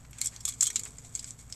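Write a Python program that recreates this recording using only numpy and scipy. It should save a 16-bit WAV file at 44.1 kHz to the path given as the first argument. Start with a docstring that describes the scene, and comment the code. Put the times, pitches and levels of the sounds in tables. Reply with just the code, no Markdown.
"""Sauce packet in a parked car

Fingers crinkle and tear a small plastic sauce packet, close to a phone's microphone in a parked car.
Creases buckle with sharp snaps and panels pop hollow, over fine random crackle and dull fingertip scuffs.
Film sounds are clicks ringing spectral filters; pops are decaying sines. All but the scuffs get short
reflections from hands and cabin. Behind lie a wavering hum, noise rumble and one dull, distant-sounding swell.
"""
import sys
import numpy as np
from scipy import signal
from scipy.fft import rfft, irfft
from scipy.io import wavfile

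SR = 44100
rng = np.random.default_rng(int(sys.argv[2]) if len(sys.argv) > 2 else 0)


def dump(signal):
    """Clip the signal to [-1, 1] and save it as 16-bit WAV at the path in sys.argv[1]."""
    limited = np.clip(np.atleast_2d(signal).T, -1, 1)
    pcm = np.round(limited * 32767).astype(np.int16)
    wavfile.write(sys.argv[1], SR, pcm)


N = 68355

# Car hum partials: pitch_hz, level_db [Hz, dB]
HUM = [(55.2, -58), (110.6, -58), (166, -71.5)]
# Spectrum of the car's rumble and hiss: frequency_hz, relative_level_db [Hz, dB]
RUMBLE_COLOUR = [(20, -4.5), (35, -19), (55, -0.5), (75, -4.5), (95, -7), (125, 0), (160, -6.5), (200, -13),
                 (250, -8), (320, -20.5), (450, -21.5), (600, -22.5), (1200, -23.5), (2500, -31.5),
                 (5000, -39), (7500, -46), (10000, -43), (13000, -36), (13500, -65)]
# Spectrum of the swell, likely traffic outside: frequency_hz, relative_level_db [Hz, dB]
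TRAFFIC_COLOUR = [(150, -19), (300, -4), (370, -9.5), (450, 1.5), (540, -15), (1200, -12.5), (4000, -42)]
# Decay time of the cabin tail by 60 dB: frequency_hz, t60_s [Hz, s]
CABIN_T60 = [(200, 0.049), (1000, 0.058), (3000, 0.08), (7500, 0.054), (13000, 0.023)]
# Fingertips sliding on the film: start_s, length_s, level_db [s, s, dB]
RUBS = [(0.046, 0.016, -59), (0.136, 0.17, -64), (0.316, 0.096, -60.5), (0.854, 0.025, -50.5)]
# Spectrum of the rubs: frequency_hz, relative_level_db [Hz, dB]
RUB_COLOUR = [(150, -24), (500, -3), (1200, 0), (2100, 3.5), (3000, -3), (7500, -3.5), (11000, -26)]
# Crackle effort as the film is worked, before the register levels: time_s, level_db [s, dB]
WORK = [(0, -60.5), (.08, -66), (.17, -57), (.235, -40), (.275, -40.5), (.305, -56), (.35, -51),
        (.395, -59.5), (.445, -51), (0.488, -35.5), (.52, -48), (.565, -56), (0.596, -52.5), (.635, -36.5),
        (0.679, -37.5), (.695, -49.5), (.785, -44.5), (.825, -52), (.875, -48), (.91, -55.5), (1.02, -57.5),
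        (1.06, -52.5), (1.115, -57.5), (1.16, -49), (1.215, -53), (1.26, -50), (1.281, -43), (1.315, -54),
        (1.37, -65), (1.391, -48), (1.445, -62.5), (1.55, -54.5)]
# Crackle level of each register on top of WORK: top_db, treble_db, middle_db, low_db [dB]
CRACKLE_REGISTER_DB = (-14.5, -1.5, -10, -17)
# The four registers in which the film rings at the microphone: frequency_hz, relative_level_db [Hz, dB]
TOP = [(6500, -41.5), (9000, 3), (10000, -3.5), (11900, -2.5), (13000, -9.5), (13500, -26)]
TREBLE = [(2000, -87), (4500, -49.5), (5600, -21), (6500, -6), (7250, -1.5), (7900, -1.5), (8600, -7),
          (9600, -36), (13000, -72.5)]
MIDDLE = [(1200, -47), (2700, -23), (3050, -8.5), (3380, -0.5), (3750, -6), (4280, 1), (4650, -3.5),
          (5400, 1.5), (6500, 0), (10000, -48)]
LOW = [(100, -28), (350, -23), (620, -16.5), (850, -13), (1200, -7), (1600, -2.5), (1950, -2.5),
       (2200, 6.5), (2550, -1), (3400, -8), (7000, -53)]
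# Whole panels of the packet popping through: start_s, pitch_hz, level_db [s, Hz, dB]
POPS = [(.2152, 2187, -37.5), (0.478, 1146, -43), (.6245, 640, -48.5), (.6245, 1135, -47.5),
        (0.7022, 1880, -41), (0.758, 1355, -46.5), (1.045, 700, -54.5)]
# Creases buckling: start_s, top_db, treble_db, middle_db, low_db, facet_pitch_hz, crease_pitch_hz,
# give_way_s [s, dB, dB, dB, dB, Hz, Hz, s]; the facet is the flat piece that flips
SNAPS = [(.108, -51.5, -51, -66, -65, 5680, 8000, 0.0032),
         (.1311, -60, -48.5, -49.5, -48.5, 3180, 7500, 0.00038),
         (.1845, -51, -36, -48, -46.5, 3530, 7800, 0.002), (.2115, -42, -37, -50, -56, 3380, 7800, 0.0009),
         (.2152, -30, -20.5, -27.5, -47, 4200, 8000, 0.00032),
         (.243, -36, -34, -41, -61, 5300, 7860, 0.0069),
         (.259, -33.5, -21.5, -33.5, -48, 5440, 8000, 0.00083),
         (.270, -39, -22.5, -34, -68, 5540, 7900, 0.0015),
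         (.3627, -56, -40, -39.5, -54.5, 4440, 6740, 0.00069),
         (.404, -50.5, -39, -42, -57, 5300, 7300, 0.0046),
         (.4526, -35, -21, -33.5, -48, 3550, 6900, 0.00057),
         (.455, -33, -24, -40, -45.5, 3360, 7400, 0.0011),
         (.4775, -35, -30.5, -30.5, -46, 3500, 7600, 0.0024),
         (.485, -33, -26.5, -36.5, -55, 4200, 7700, 0.0043),
         (.5226, -60, -40, -42, -54, 3360, 7700, 0.00092),
         (.5365, -57, -35.5, -54, -59, 5100, 7600, 0.0035),
         (.6075, -39, -13.5, -28, -41, 5750, 7100, .0018),
         (.61, -34.5, -17, -29, -63, 5470, 7350, 0.000083),
         (.6236, -35, -21.5, -28, -37, 5700, 7300, 0.001), (.627, -30, -15, -38, -56, 5640, 7760, 0.0014),
         (.6311, -36, -17.5, -29.5, -42.5, 3400, 7300, 0.00076),
         (.6365, -33.5, -22, -35.5, -47, 3270, 7850, 0.0041),
         (.6545, -42, -33, -32.5, -55, 3180, 7200, .0017), (.6604, -44, -31, -32, -61, 5900, 6700, 0.00087),
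         (.668, -35, -19.5, -30, -48, 3240, 7270, 0.0012), (.674, -38, -23, -32.5, -44, 3300, 7830, 0.0013),
         (.7015, -40.5, -30.5, -31.5, -39.5, 6000, 7800, 0.0023),
         (.758, -38, -22, -33, -36.5, 4050, 7440, 0.00016),
         (.7593, -46, -16.5, -32, -42.5, 5240, 7170, .0003),
         (.7635, -46, -38, -29, -41, 3920, 8400, 0.0021),
         (.7935, -39.5, -26.5, -38, -45, 4300, 7200, 0.0031),
         (.835, -52, -30, -47, -52, 3500, 7600, 0.00074), (.8521, -46, -33, -56, -57, 5700, 7760, .00066),
         (.9835, -62, -36.5, -50, -53, 5030, 7400, 0.0016),
         (1.045, -73, -42, -52.5, -56, 3660, 7400, 0.0043),
         (1.1514, -51, -22.5, -44, -51, 4930, 7400, 0.00088),
         (1.158, -50, -32.5, -41, -49, 4800, 7300, 0.00089),
         (1.1746, -55, -43, -52, -57, 3400, 8000, 0.00049),
         (1.1935, -46.5, -48, -34.5, -61, 4900, 7800, 0.00021),
         (1.1955, -60, -30.5, -56, -55, 4610, 7550, 0.00063),
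         (1.2267, -61, -40, -51, -54, 5680, 7700, .0031),
         (1.2434, -62, -32, -40.5, -48.5, 5030, 7740, 0.00012),
         (1.307, -61, -33, -42.5, -62, 5930, 7950, .0002), (1.4988, -59, -48, -56, -55, 5400, 7900, 0.0019),
         (1.525, -48.5, -35, -31.5, -51, 5260, 7600, 0.00012)]

HUM_WAVER_HZ, HUM_SWAY = 2.5, .2  # rms pitch waver at the second partial; rms level sway as a share
RUMBLE_DB = -54.5
TRAFFIC_PEAK_S, TRAFFIC_HALF_WIDTH_S, TRAFFIC_DB = 0.83, 0.14, -62.5
NEAR_DECAY_S, NEAR_DB = 0.0024, -4  # reflections off hands and box, relative to the direct sound
CABIN_DB = -10  # tail energy relative to the direct sound
CRACKLE_PER_S, CRACKLE_SPREAD_DB = 2000, 3.5
POP_DECAY_S = 0.0041
SNAP_S = 0.0018  # snap and pop levels are total energy stated as rms over this time
SLIP_DB, SLIP_REFERENCE_S = -3.5, 0.00051  # slips against the first jump, for a crease of this give-way time
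SLIP_SWELL = 0.74  # time constant of the slips' build-up, as a share of the give-way time
FACET_DB, CREASE_DB = 11, 8  # lift of each pitch above its register's spectrum
RESONANCE_HALF_WIDTH_HZ = 420
EDGE_HZ = 13900


def amp(db):
    """Decibels to gain."""
    return 10 ** (np.asarray(db) / 20)


def evened(x):
    """Scales to rms 1."""
    return x / np.sqrt(np.mean(x ** 2) + 1e-20)


def with_energy(sound, db):
    """Scales a short sound to the energy of this rms level held for SNAP_S."""
    return amp(db) * np.sqrt(SNAP_S * SR) * sound / np.linalg.norm(sound)


def read(points, hz):
    """Reads a table on a log-frequency axis."""
    f, value = np.transpose(points)
    return np.interp(np.log(hz + 1), np.log(f + 1), value)


def add(mix, start_s, sound):
    """Mixes a sound in at its start time."""
    part = mix[max(round(start_s * SR), 0):][:len(sound)]
    part += sound[:len(part)]


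def noise(colour, size):
    """Random noise of rms 1 with the given spectrum."""
    gain = amp(read(colour, np.fft.rfftfreq(size, 1 / SR)))
    return evened(irfft(rfft(rng.standard_normal(size)) * gain, size))


def drift(rate_hz):
    """Slow random wander of rms 1: noise under a Gaussian low-pass."""
    gain = np.exp(-(np.fft.rfftfreq(N, 1 / SR) / rate_hz) ** 2)
    return evened(irfft(rfft(rng.standard_normal(N)) * gain, N))


def ring(colour, pitch_hz=0, lift_db=0, size=2048):
    """Minimum-phase film response of unit energy, with the given spectrum and an optional resonance."""
    hz = abs(np.fft.fftfreq(size, 1 / SR))
    resonance_db = lift_db / (1 + ((hz - pitch_hz) / RESONANCE_HALF_WIDTH_HZ) ** 2)
    log_gain = np.log(amp(read(colour, hz) + resonance_db))
    # The Hilbert transform of the log gain gives the phase that makes the response causal
    response = np.fft.ifft(np.exp(np.conj(signal.hilbert(log_gain)))).real[:size // 2]
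    return response / np.linalg.norm(response)


def taps(t, decay_s, share):
    """Sparse random clicks of unit energy that die away."""
    clicks = rng.standard_normal(len(t)) * (rng.random(len(t)) < share)
    clicks = clicks * np.exp(-t / decay_s)
    return clicks / (np.linalg.norm(clicks) + 1e-12)


def space(size=6144):
    """Path to the microphone: direct sound, close reflections and a short cabin tail."""
    t = np.arange(size) / SR
    hz, when, bands = signal.stft(rng.standard_normal(size), SR, nperseg=128)
    decay = amp(-60 * when / read(CABIN_T60, hz)[:, None])
    tail = signal.istft(bands * decay, SR)[1][:size]
    tail = tail * np.clip(t / 0.0077, 0, 1)  # the tail fades in over 7.7 ms
    path = amp(CABIN_DB) * tail / np.linalg.norm(tail)
    add(path, .0008, amp(NEAR_DB) * taps(t, NEAR_DECAY_S, .3))
    path[0] += 1  # direct sound
    return path


def car():
    """Low sine partials waver together in pitch and sway separately in level, over rumble and hiss."""
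    t = np.arange(N) / SR
    waver_turns = np.cumsum(HUM_WAVER_HZ * drift(rate_hz=4.12)) / SR
    out = amp(RUMBLE_DB) * noise(RUMBLE_COLOUR, size=N)
    for pitch_hz, level_db in HUM:
        sway = 1 + HUM_SWAY * drift(rate_hz=6.1)
        turns = pitch_hz * t + waver_turns * pitch_hz / HUM[1][0] + rng.random()
        out += amp(level_db) * evened(sway * np.sin(2 * np.pi * turns))
    return out


def traffic():
    """A muffled swell of noise, likely traffic outside, rises and falls on a bell-shaped curve."""
    from_peak = (np.arange(N) / SR - TRAFFIC_PEAK_S) / TRAFFIC_HALF_WIDTH_S
    return amp(TRAFFIC_DB) * noise(TRAFFIC_COLOUR, size=N) / (1 + from_peak ** 2)


def rubs():
    """Fingertips slide on the film: short dull scuffs of noise that rise faster than they fall."""
    out = np.zeros(N)
    for start_s, length_s, level_db in RUBS:
        progress = np.arange(0, length_s, 1 / SR) / length_s
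        pressure = np.sin(np.pi * progress ** .5)
        scuff = pressure * noise(RUB_COLOUR, size=8192)[:len(progress)]
        add(out, start_s, amp(level_db) * evened(scuff))
    return out


def crackle():
    """Tiny wrinkles click at random while the fingers work the film, ringing it in four registers."""
    effort = amp(np.interp(np.arange(N) / SR, *np.transpose(WORK)))
    strength = amp(CRACKLE_SPREAD_DB * np.minimum(rng.exponential(1, N), 3.5))
    wrinkles = (rng.random(N) < CRACKLE_PER_S / SR) * strength
    out = np.zeros(N)
    for level_db, colour in zip(CRACKLE_REGISTER_DB, (TOP, TREBLE, MIDDLE, LOW)):
        film = signal.fftconvolve(ring(colour), space())
        film = film / np.linalg.norm(film)
        clicks = evened(wrinkles * rng.choice([-1, 1], N))
        out += amp(level_db) * signal.fftconvolve(effort * clicks, film)[:N]
    return out


def pops():
    """A panel flips and rings hollow for a few milliseconds, echoed by hands and cabin."""
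    out, t = np.zeros(N), np.arange(2048) / SR
    for start_s, pitch_hz, level_db in POPS:
        onset = np.minimum(t * pitch_hz, 1)  # rises over one cycle
        panel = np.sin(2 * np.pi * pitch_hz * t) * np.exp(-t / POP_DECAY_S) * onset
        add(out, start_s, with_energy(signal.fftconvolve(panel, space()), level_db))
    return out


def snaps():
    """A crease jumps, then slips on; slow creases slip more strongly. The film rings in four registers."""
    out, t = np.zeros(N), np.arange(1024) / SR
    top, low = ring(TOP), ring(LOW)
    for start_s, *levels_db, facet_hz, crease_hz, give_s in SNAPS:
        slips = taps(t, give_s, .4) * (1 - np.exp(-t / (SLIP_SWELL * give_s)))
        slip_gain = amp(SLIP_DB) * (give_s / SLIP_REFERENCE_S) ** 1.1
        push = slip_gain * slips / np.linalg.norm(slips)
        push[0] += 1  # the first jump
        heard = signal.fftconvolve(push, space())
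        treble = ring(TREBLE, crease_hz, CREASE_DB)
        middle = ring(MIDDLE, facet_hz, FACET_DB)
        for level_db, film in zip(levels_db, (top, treble, middle, low)):
            add(out, start_s, with_energy(signal.fftconvolve(heard, film), level_db))
    return out


def scene():
    """The packet in the fingers, with the car and the outside behind it."""
    return (car() + traffic() + rubs() + crackle() + pops() + snaps())[None]


def record(dry):
    """The recorder's upper band limit, a linear-phase low-pass."""
    low_pass = signal.firwin(255, EDGE_HZ, window=("kaiser", 8), fs=SR)
    return signal.oaconvolve(dry, low_pass[None], "same")


dry = scene()
out = record(dry)
dump(out)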